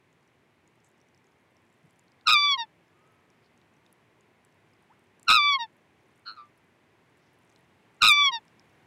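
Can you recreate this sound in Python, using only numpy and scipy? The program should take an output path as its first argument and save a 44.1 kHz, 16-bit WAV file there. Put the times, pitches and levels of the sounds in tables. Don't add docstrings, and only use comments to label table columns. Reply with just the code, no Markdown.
import sys
import numpy as np
from scipy import signal
from scipy.fft import rfft, irfft
from scipy.io import wavfile
from scipy.ndimage import uniform_filter1d

SR = 44100
rng = np.random.default_rng(int(sys.argv[2]) if len(sys.argv) > 2 else 0)


def master_out(mix):
    frames = np.transpose(np.atleast_2d(mix))
    ceiling = np.clip(frames, -1, 1)
    pcm = np.round(ceiling * 32767).astype(np.int16)
    wavfile.write(sys.argv[1], SR, pcm)


N = 390726

WHISTLE_HZ, YELP_HZ, YELP_S, SAG_HZ, SAG_S = 1162.9, 104, 0.012, 126, 0.12
SETTLE_HZ_PER_S, DROOP_HZ, DROOP_AT_S, DROOP_WIDTH_S = 58, 43, 0.021, 0.012
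ROUGH_ENDS, ROUGH_TOP, ROUGH_PEAK_S, ROUGH_WIDTH_S = 0.64, 0.93, 0.035, 0.022
FLUTTER_IN_S, CLEAR_S = 0.017, 0.008
PREROLL_S, ATTACK_S, ATTACK_DB = 0.012, 0.02, 40.5
RELEASE_S, RELEASE_DB, FUNDAMENTAL_SHARE = 0.036, 62.5, 0.12
DIP_AT_S, DIP_WIDTH_S, FADE_DB_PER_S = 0.143, 0.018, 16.5
SWELL_AT_S, SWELL_WIDTH_S, SWELL_SHARE = 0.21, 0.031, 0.45
EASE_S, SHIMMER_DB = 0.022, 1.26
CLOSING_HZ, CLOSING_FALL_HZ, CLOSING_PEAK_S, CLOSING_S = 951.7, 99, 0.031, 0.087
CLOSING_IN_DB, CLOSING_OUT_DB = 13.5, 34
GRUNT_PEAK_S, GRUNT_S, GRUNT_DROP_HZ, GRUNT_DROP_S = 0.04, 0.17, 194, 0.033


def gain_of(db):
    return 10 ** (np.asarray(db) / 20)


def evened(x):
    return x / np.sqrt(np.mean(x ** 2) + 1e-20)


def read(points, hz):
    f, value = np.transpose(points)
    return np.interp(np.log(hz + 1), np.log(f + 1), value)


def add(mix, s, sound):
    part = mix[max(round(s * SR), 0):][:len(sound)]
    part += sound[:len(part)]


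def wander(t, hz):
    f = np.fft.rfftfreq(SR, 1 / SR)
    spectrum = rfft(rng.standard_normal(SR)) * np.exp(-(f / hz) ** 2)
    return evened(irfft(spectrum, SR))[:len(t)]


def bandpassed(x, low_hz, high_hz):
    return signal.sosfilt(signal.butter(2, [low_hz, high_hz], "band", fs=SR, output="sos"), x)


def angle_of(hz):
    return 2 * np.pi * np.cumsum(hz) / SR


def faded(x, size=350):
    edge = np.arange(len(x))
    return x * np.sin(np.pi / 2 * np.minimum(np.minimum(edge, edge[::-1]) / size, 1)) ** 2


def hump(x, centre, width):
    return np.exp(-((x - centre) / width) ** 2)


def swell(u, sharpness):
    return sharpness * 20 * np.log10(u * np.exp(1 - u) + 1e-9)


def pushed(age, flutter_s, ease_s):
    return (1 - np.tanh((age - flutter_s) / (2 * ease_s))) / 2


def bugle(flutter_s, break_s, lift_hz, flare_db, dip_db, flutter_tone, whistle_tone,
          glide_s=0.0081, relax_s=0.006, late_db=30):
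    # centre in Hz, width in Hz, gain in dB.
    throat = [(2200, 150, -5), (3290, 140, 1), (4650, 90, 1), (4560, 45, -12), (4740, 50, -9),
              (5603, 100, 14.5)]
    # partial number, time from the flutter's end in seconds, width in seconds.
    flares = [(3, -0.0094, .012), (2, 0.018, 0.012)]
    dip_shares = (1, 0.35, 0.82, .05, 0.41)
    age = np.arange(-PREROLL_S, break_s, 1 / SR)
    to_break = age - break_s

    hz = WHISTLE_HZ + lift_hz * pushed(age, flutter_s, glide_s)
    hz += YELP_HZ * hump(np.maximum(age, 0), 0, YELP_S)
    hz -= SETTLE_HZ_PER_S * (age - DIP_AT_S)
    hz -= SAG_HZ * np.maximum(1 + to_break / SAG_S, 0) ** 2
    hz -= DROOP_HZ * hump(age, DROOP_AT_S, DROOP_WIDTH_S)

    rough = ROUGH_ENDS + (ROUGH_TOP - ROUGH_ENDS) * hump(age, ROUGH_PEAK_S, ROUGH_WIDTH_S)
    rough *= np.minimum(np.maximum(age + PREROLL_S / 2, 0) / FLUTTER_IN_S, 1)
    rough = np.clip(rough * pushed(age, flutter_s, CLEAR_S), 0, 1)

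    effort = pushed(age, flutter_s - relax_s, EASE_S)
    starting = np.maximum(1 - (age + PREROLL_S) / ATTACK_S, 0)
    release_db = RELEASE_DB * np.maximum(1 + to_break / RELEASE_S, 0) ** 2
    dip = hump(age, DIP_AT_S, DIP_WIDTH_S) - SWELL_SHARE * hump(age, SWELL_AT_S, SWELL_WIDTH_S)
    fade_db = FADE_DB_PER_S * (age - DIP_AT_S)
    levels_db = []
    for k, (rough_db, clear_db, dip_share) in enumerate(zip(flutter_tone, whistle_tone, dip_shares), 1):
        whistle_db = clear_db - dip_share * dip_db * dip - fade_db
        whistle_db += sum(peak_db * hump(k * hz, centre, width) for centre, width, peak_db in throat)
        db = effort * rough_db + (1 - effort) * whistle_db + SHIMMER_DB * wander(age, 25)
        for partial, delay, width in flares:
            if round(partial) == k:
                db += flare_db * hump(age, flutter_s + delay, width)
        db -= starting * (ATTACK_DB + late_db * np.log(k))
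        db -= release_db * (1 if k > 1 else FUNDAMENTAL_SHARE)
        levels_db.append(db)
    return age, hz, rough, levels_db


def flutter(t, rough, calm_hz=132, slowing_hz=28, lead=0.1):
    beat = lead + angle_of((calm_hz - slowing_hz * rough) * (1 + 0.059 * wander(t, 80)))
    chaos = np.clip((rough - 0.68) / 0.3, 0, 0.85)
    flap = (1 - chaos) * np.cos(beat) + chaos * np.cos(2 * beat + 0.6 * wander(t, 130))
    opening = np.maximum(1 + np.minimum(1.45 * rough, 1) * flap, 0)
    return opening, (np.cos(beat - 0.3) + flap) / 2


def windpipe(partial, rough, trip_s=0.0013, reflection=0.064):
    at = np.arange(len(partial))
    partial = partial + reflection * rough * np.interp(at - trip_s * SR, at, partial)
    return partial / np.sqrt(uniform_filter1d(partial ** 2, size=700) + 1e-9)


def call(start, t, hz, rough, main_db, dulling_db_per_s=100, puff_db=-36, swing_hz=90, jitter_hz=40,
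         spread=0.45, scatter=0.45, skew=0.59, push_db=-1.5, blare_db=18, rasp_db=-31):
    # frequency in Hz, level in dB.
    treble = [(6200, -53.5), (6900, -52.5), (7900, -38.5), (8400, -48.5), (9500, -64.5)]
    opening, swing = flutter(t, rough, lead=4.2)
    crest_hz = hz + swing_hz * rough
    jitter = jitter_hz * rough ** 2 * wander(t, 300) + 0.31 * wander(t, 40)
    phase = angle_of(hz + swing_hz * rough * swing + jitter)
    bright_db = main_db[2] + 0.7 * (main_db[2] + 26.0) + blare_db * rough
    bright_db = bright_db - dulling_db_per_s * (t - DIP_AT_S) * (1 - rough)
    levels_db = main_db + [bright_db + read(treble, k * crest_hz) for k in range(6, 9)]
    voice = np.zeros(len(t))
    for k, db in enumerate(levels_db, 1):
        chop = opening ** (0.3 + 0.14 * k) * gain_of(2 * rough ** 2 * wander(t, 200))
        drift = 0.19 * k * rough ** 2 * wander(t, 220)
        offset = (spread + scatter * rough) * k ** 2 + skew + drift
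        voice += gain_of(db) * windpipe(chop * np.cos(k * phase + offset), rough)
    rasp = gain_of(rasp_db) * rough * abs(voice) * rng.standard_normal(len(t))
    air = evened(bandpassed(rng.standard_normal(len(t)), 300, 560))
    loudness = np.sqrt(uniform_filter1d(voice ** 2, size=200) + 1e-12)
    puffs = gain_of(puff_db) * rough ** 2 * loudness * air
    return start + t[0], gain_of(push_db * rough) * faded(voice + rasp + puffs)


def closing(start, level_db, tilt_db, overlap_s=0.0045, brightening=0.2, spread=0.93):
    # partial number, level in dB.
    closing_tone = [(1, 5), (2, -1.5), (3, -6), (4, 5), (5, -5), (6, -6), (7, -44.5)]
    t = np.arange(0, CLOSING_S, 1 / SR)
    hz = CLOSING_HZ - CLOSING_FALL_HZ * (t / CLOSING_S) ** 1.68
    rising = np.maximum(1 - t / CLOSING_PEAK_S, 0)
    falling = np.maximum(t - CLOSING_PEAK_S, 0) / (CLOSING_S - CLOSING_PEAK_S)
    db = level_db - CLOSING_IN_DB * rising ** 2 - CLOSING_OUT_DB * falling ** 2.62
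    phase = angle_of(hz + 1.1 * wander(t, 90))
    slope_db = tilt_db + brightening * (db - db.max())
    sizes = [gain_of(tone_db + (k - 1) * slope_db) for k, tone_db in closing_tone]
    voice = sum(size * np.cos(k * phase + spread * k ** 2) for k, size in enumerate(sizes, 1))
    voice = voice * np.sqrt(2 / np.sum(np.square(sizes), 0))
    return start - overlap_s, faded(gain_of(db) * voice)


def grunt(start, flutter_s, pitch_hz, level_db, roughness, sharpness, fading=0.1, swing_hz=170,
          jitter_hz=50, tilt_db=-2, dulling=0.022, air=0.06, leak_db=-25):
    # centre in Hz, width of each of two passes in Hz, gain in dB.
    shut_throat = [(1170, 910, 3.5), (2910, 440, -7.5), (4196, 360, 11)]
    t = np.arange(0, GRUNT_S, 1 / SR)
    hz = pitch_hz + GRUNT_DROP_HZ * np.exp(-t / GRUNT_DROP_S)
    db = level_db + swell(t / GRUNT_PEAK_S, sharpness)
    rough = np.clip(roughness * pushed(t, flutter_s, EASE_S), 0, 1)
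    opening, swing = flutter(t, rough, lead=2.73)
    phase = angle_of(hz + rough * (swing_hz * (swing - 0.5) + jitter_hz * wander(t, 450)))
    slope_db = tilt_db + dulling * (hz - 1402) + fading * np.maximum(db - level_db, -20)
    sizes = [gain_of(slope_db * k) for k in range(5)]
    source = sum(size * np.cos(k * phase) for k, size in enumerate(sizes, 1))
    source = source / np.sqrt(np.sum(np.square(sizes), 0))
    source = opening ** 0.63 * (source + air * rough * rng.standard_normal(len(t)))
    voice = gain_of(leak_db) * source
    for centre, width, peak_db in shut_throat:
        b, a = signal.iirpeak(centre, centre / width, fs=SR)
        voice += gain_of(peak_db) * signal.lfilter(b, a, signal.lfilter(b, a, source))
    loudness = np.sqrt(abs(uniform_filter1d(voice ** 2, size=800)) + 1e-12)
    return start, faded(gain_of(db) * voice / loudness)


def drip(db, hz, ring_t60=0.008, splash_t60=0.005, splash=0.8):
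    t = np.arange(SR // 25) / SR
    band = np.clip([0.75 * hz, 1.4 * hz], 2000, 15000)
    spray = evened(bandpassed(rng.standard_normal(len(t)), *band))
    ring = gain_of(-60 * t / ring_t60) * np.sin(2 * np.pi * hz * t)
    sound = ring + splash * gain_of(-60 * t / splash_t60) * spray
    sound *= 1 - np.exp(-t / 0.00014)
    return gain_of(db) * sound / abs(sound).max()


def water(far_db=-71, spread_db=12, cluster_s=0.09, count=40, size=6):
    # start in seconds, peak level in dB, ring of the bubble in Hz.
    near_drips = [(0.6764, -54.5, 6830), (0.8456, -54, 7680), (1.0146, -55.5, 5760), (1.0864, -61, 5910),
                  (1.1467, -56, 5230), (1.1767, -57, 5890), (1.5676, -57, 5560), (1.9942, -49, 7140),
                  (2.0812, -55, 4200), (2.1194, -55, 4960), (2.2113, -51.5, 3690), (3.3023, -52.5, 5600),
                  (3.577, -54, 6530), (3.6152, -57.5, 3860), (3.8635, -53, 3670), (3.927, -48.5, 10600),
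                  (4.2087, -55, 6800), (4.4494, -52, 7800), (5.1963, -51, 7450), (5.23, -41.5, 7500),
                  (7.5611, -48.5, 4100), (8.4811, -52.5, 5370), (8.5959, -46, 5130)]
    out = np.zeros(N)
    for s, db, hz in near_drips:
        add(out, s, drip(db, hz))
    for centre in rng.random(count) * N / SR:
        for when, strength, pitch in rng.random((size, 3)):
            small_drip = drip(far_db + spread_db * strength ** 3, 4500 + 6500 * pitch)
            add(out, centre + cluster_s * (2 * when - 1), small_drip)
    return out


def swish(s, length, hz, db):
    n = round(length * SR)
    grains = rng.standard_normal(n) * (rng.random(n) < 0.03)
    hiss = bandpassed(grains, 0.8 * hz, 1.1 * hz)
    return s - length / 2, gain_of(db) * evened(hiss * np.hanning(n))


def bump(s, db=-54, hz=150, length=0.01):
    t = np.arange(-SR // 20, SR // 20) / SR
    return s + t[0], gain_of(db) * hump(t, 0, length) * np.cos(2 * np.pi * hz * t)


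def far_call(start, length, first_hz, middle_hz, last_hz, level_db, waver_hz=18, peak_share=0.31):
    u = np.arange(0, length, 1 / SR) / length
    hz = np.polyval(np.polyfit([0, 0.5, 1], [first_hz, middle_hz, last_hz], 2), u)
    db = level_db + swell(u / peak_share, sharpness=1.8)
    tone = np.sqrt(2) * np.sin(angle_of(hz + waver_hz * wander(u, 120)))
    return start, faded(gain_of(db) * tone)


def banks(x):
    # frequency in Hz, time to fall by 60 dB in seconds.
    bank_ring = [(300, .35), (1300, 0.29), (4000, 0.19), (12000, 0.14)]
    hz, t, z = signal.stft(rng.standard_normal(SR), SR, nperseg=256)
    decay = gain_of(-60 * t / read(bank_ring, hz)[:, None])
    tail = signal.istft(z * decay, SR, nperseg=256)[1]
    return signal.fftconvolve(x, tail / np.linalg.norm(tail))[:N]


def wash():
    # frequency in Hz, relative level in dB per Hz.
    wash_colour = [(18, -65), (30, -35.5), (98, 0.5), (174, 0.5), (203, -4), (238, 0), (271, -4),
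                   (353, -0.5), (523, -7), (1030, -7.5), (1310, -12), (2100, -9), (4730, -26.5),
                   (10700, -33), (15800, -42)]
    # time in seconds, rms level in dB.
    wash_level = [(0, -66), (1.5, -65.5), (2.8, -64.5), (6.999, -64.5), (8.86, -61.5)]
    colour = gain_of(read(wash_colour, np.fft.rfftfreq(N, 1 / SR)))
    noise = irfft(rfft(rng.standard_normal(N)) * colour, N)
    level_db = np.interp(np.arange(N) / SR, *np.transpose(wash_level))
    return gain_of(level_db) * evened(noise)


def scene(wet_db=-52):
    # start in seconds, flutter length in seconds, time until the voice breaks in seconds,
    # lift of the flutter in Hz, flare in dB, depth of the dip in dB, closing note's level in dB,
    # its tilt in dB per partial.
    bugles = [(2.265, 0.081, 0.31, 89.6, 6, 2, -29.5, -0.2), (5.277, 0.1, 0.31, 114.8, 0.5, 4, -30.5, -1.1),
              (8.014, .086, 0.3025, 107.3, 6.5, 5.5, -29.5, 0.5)]
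    flutter_tones = [(-19, -22.5, -21, -26, -50.5), (-18.5, -22, -20.5, -30, -51),
                     (-18.5, -19.5, -18.5, -28.5, -41)]
    whistle_tones = [(-29, -26, -25, -30.5, -49.5), (-26, -23.5, -26.5, -33.5, -53.5),
                     (-27.5, -20.5, -21.5, -37.5, -44)]
    # start in seconds, flutter length in seconds, pitch it falls towards in Hz, peak level in dB,
    # roughness from 0 to 1, sharpness of the swell [exponent].
    grunts = [(6.245, 0.18, 1364, -38, .8, 3.9), (6.353, 0.073, 1182, -45, 0.6, 2.8)]
    # start in seconds, length in seconds, pitch at the start in Hz, at the middle
    # in Hz, at the end in Hz, level at the peak in dB.
    far_calls = [(2.883, .5, 1178, 1283, 1250, -72), (4.893, 0.052, 770, 1036, 1850, -58.5)]
    # middle in seconds, length in seconds, centre of the band in Hz, rms in dB.
    swishes = [(0.862, 0.086, 7600, -77), (3.455, 0.091, 4670, -79), (7.244, 0.29, 5460, -86)]
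    swan = np.zeros(N)
    for row, *tones in zip(bugles, flutter_tones, whistle_tones):
        start, flutter_s, break_s, *shape, closing_db, tilt_db = row
        add(swan, *call(start, *bugle(flutter_s, break_s, *shape, *tones)))
        add(swan, *closing(start + break_s, closing_db, tilt_db))
    for row in grunts:
        add(swan, *grunt(*row))
    lake = swan + gain_of(wet_db) * banks(swan) + wash() + water()
    for row in far_calls:
        add(lake, *far_call(*row))
    for row in swishes:
        add(lake, *swish(*row))
    add(lake, *bump(1.85))
    return lake[None]


def record(dry, ceiling=0.31, edge_hz=15900):
    fine = signal.resample_poly(dry, 2, 1, axis=1)
    clipped = signal.resample_poly(np.clip(fine, -ceiling, ceiling), 1, 2, axis=1)
    low_pass = signal.firwin(511, edge_hz, window=("kaiser", 9), fs=SR)
    return signal.oaconvolve(clipped, low_pass[None], "same")


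dry = scene()
out = record(dry)
master_out(out)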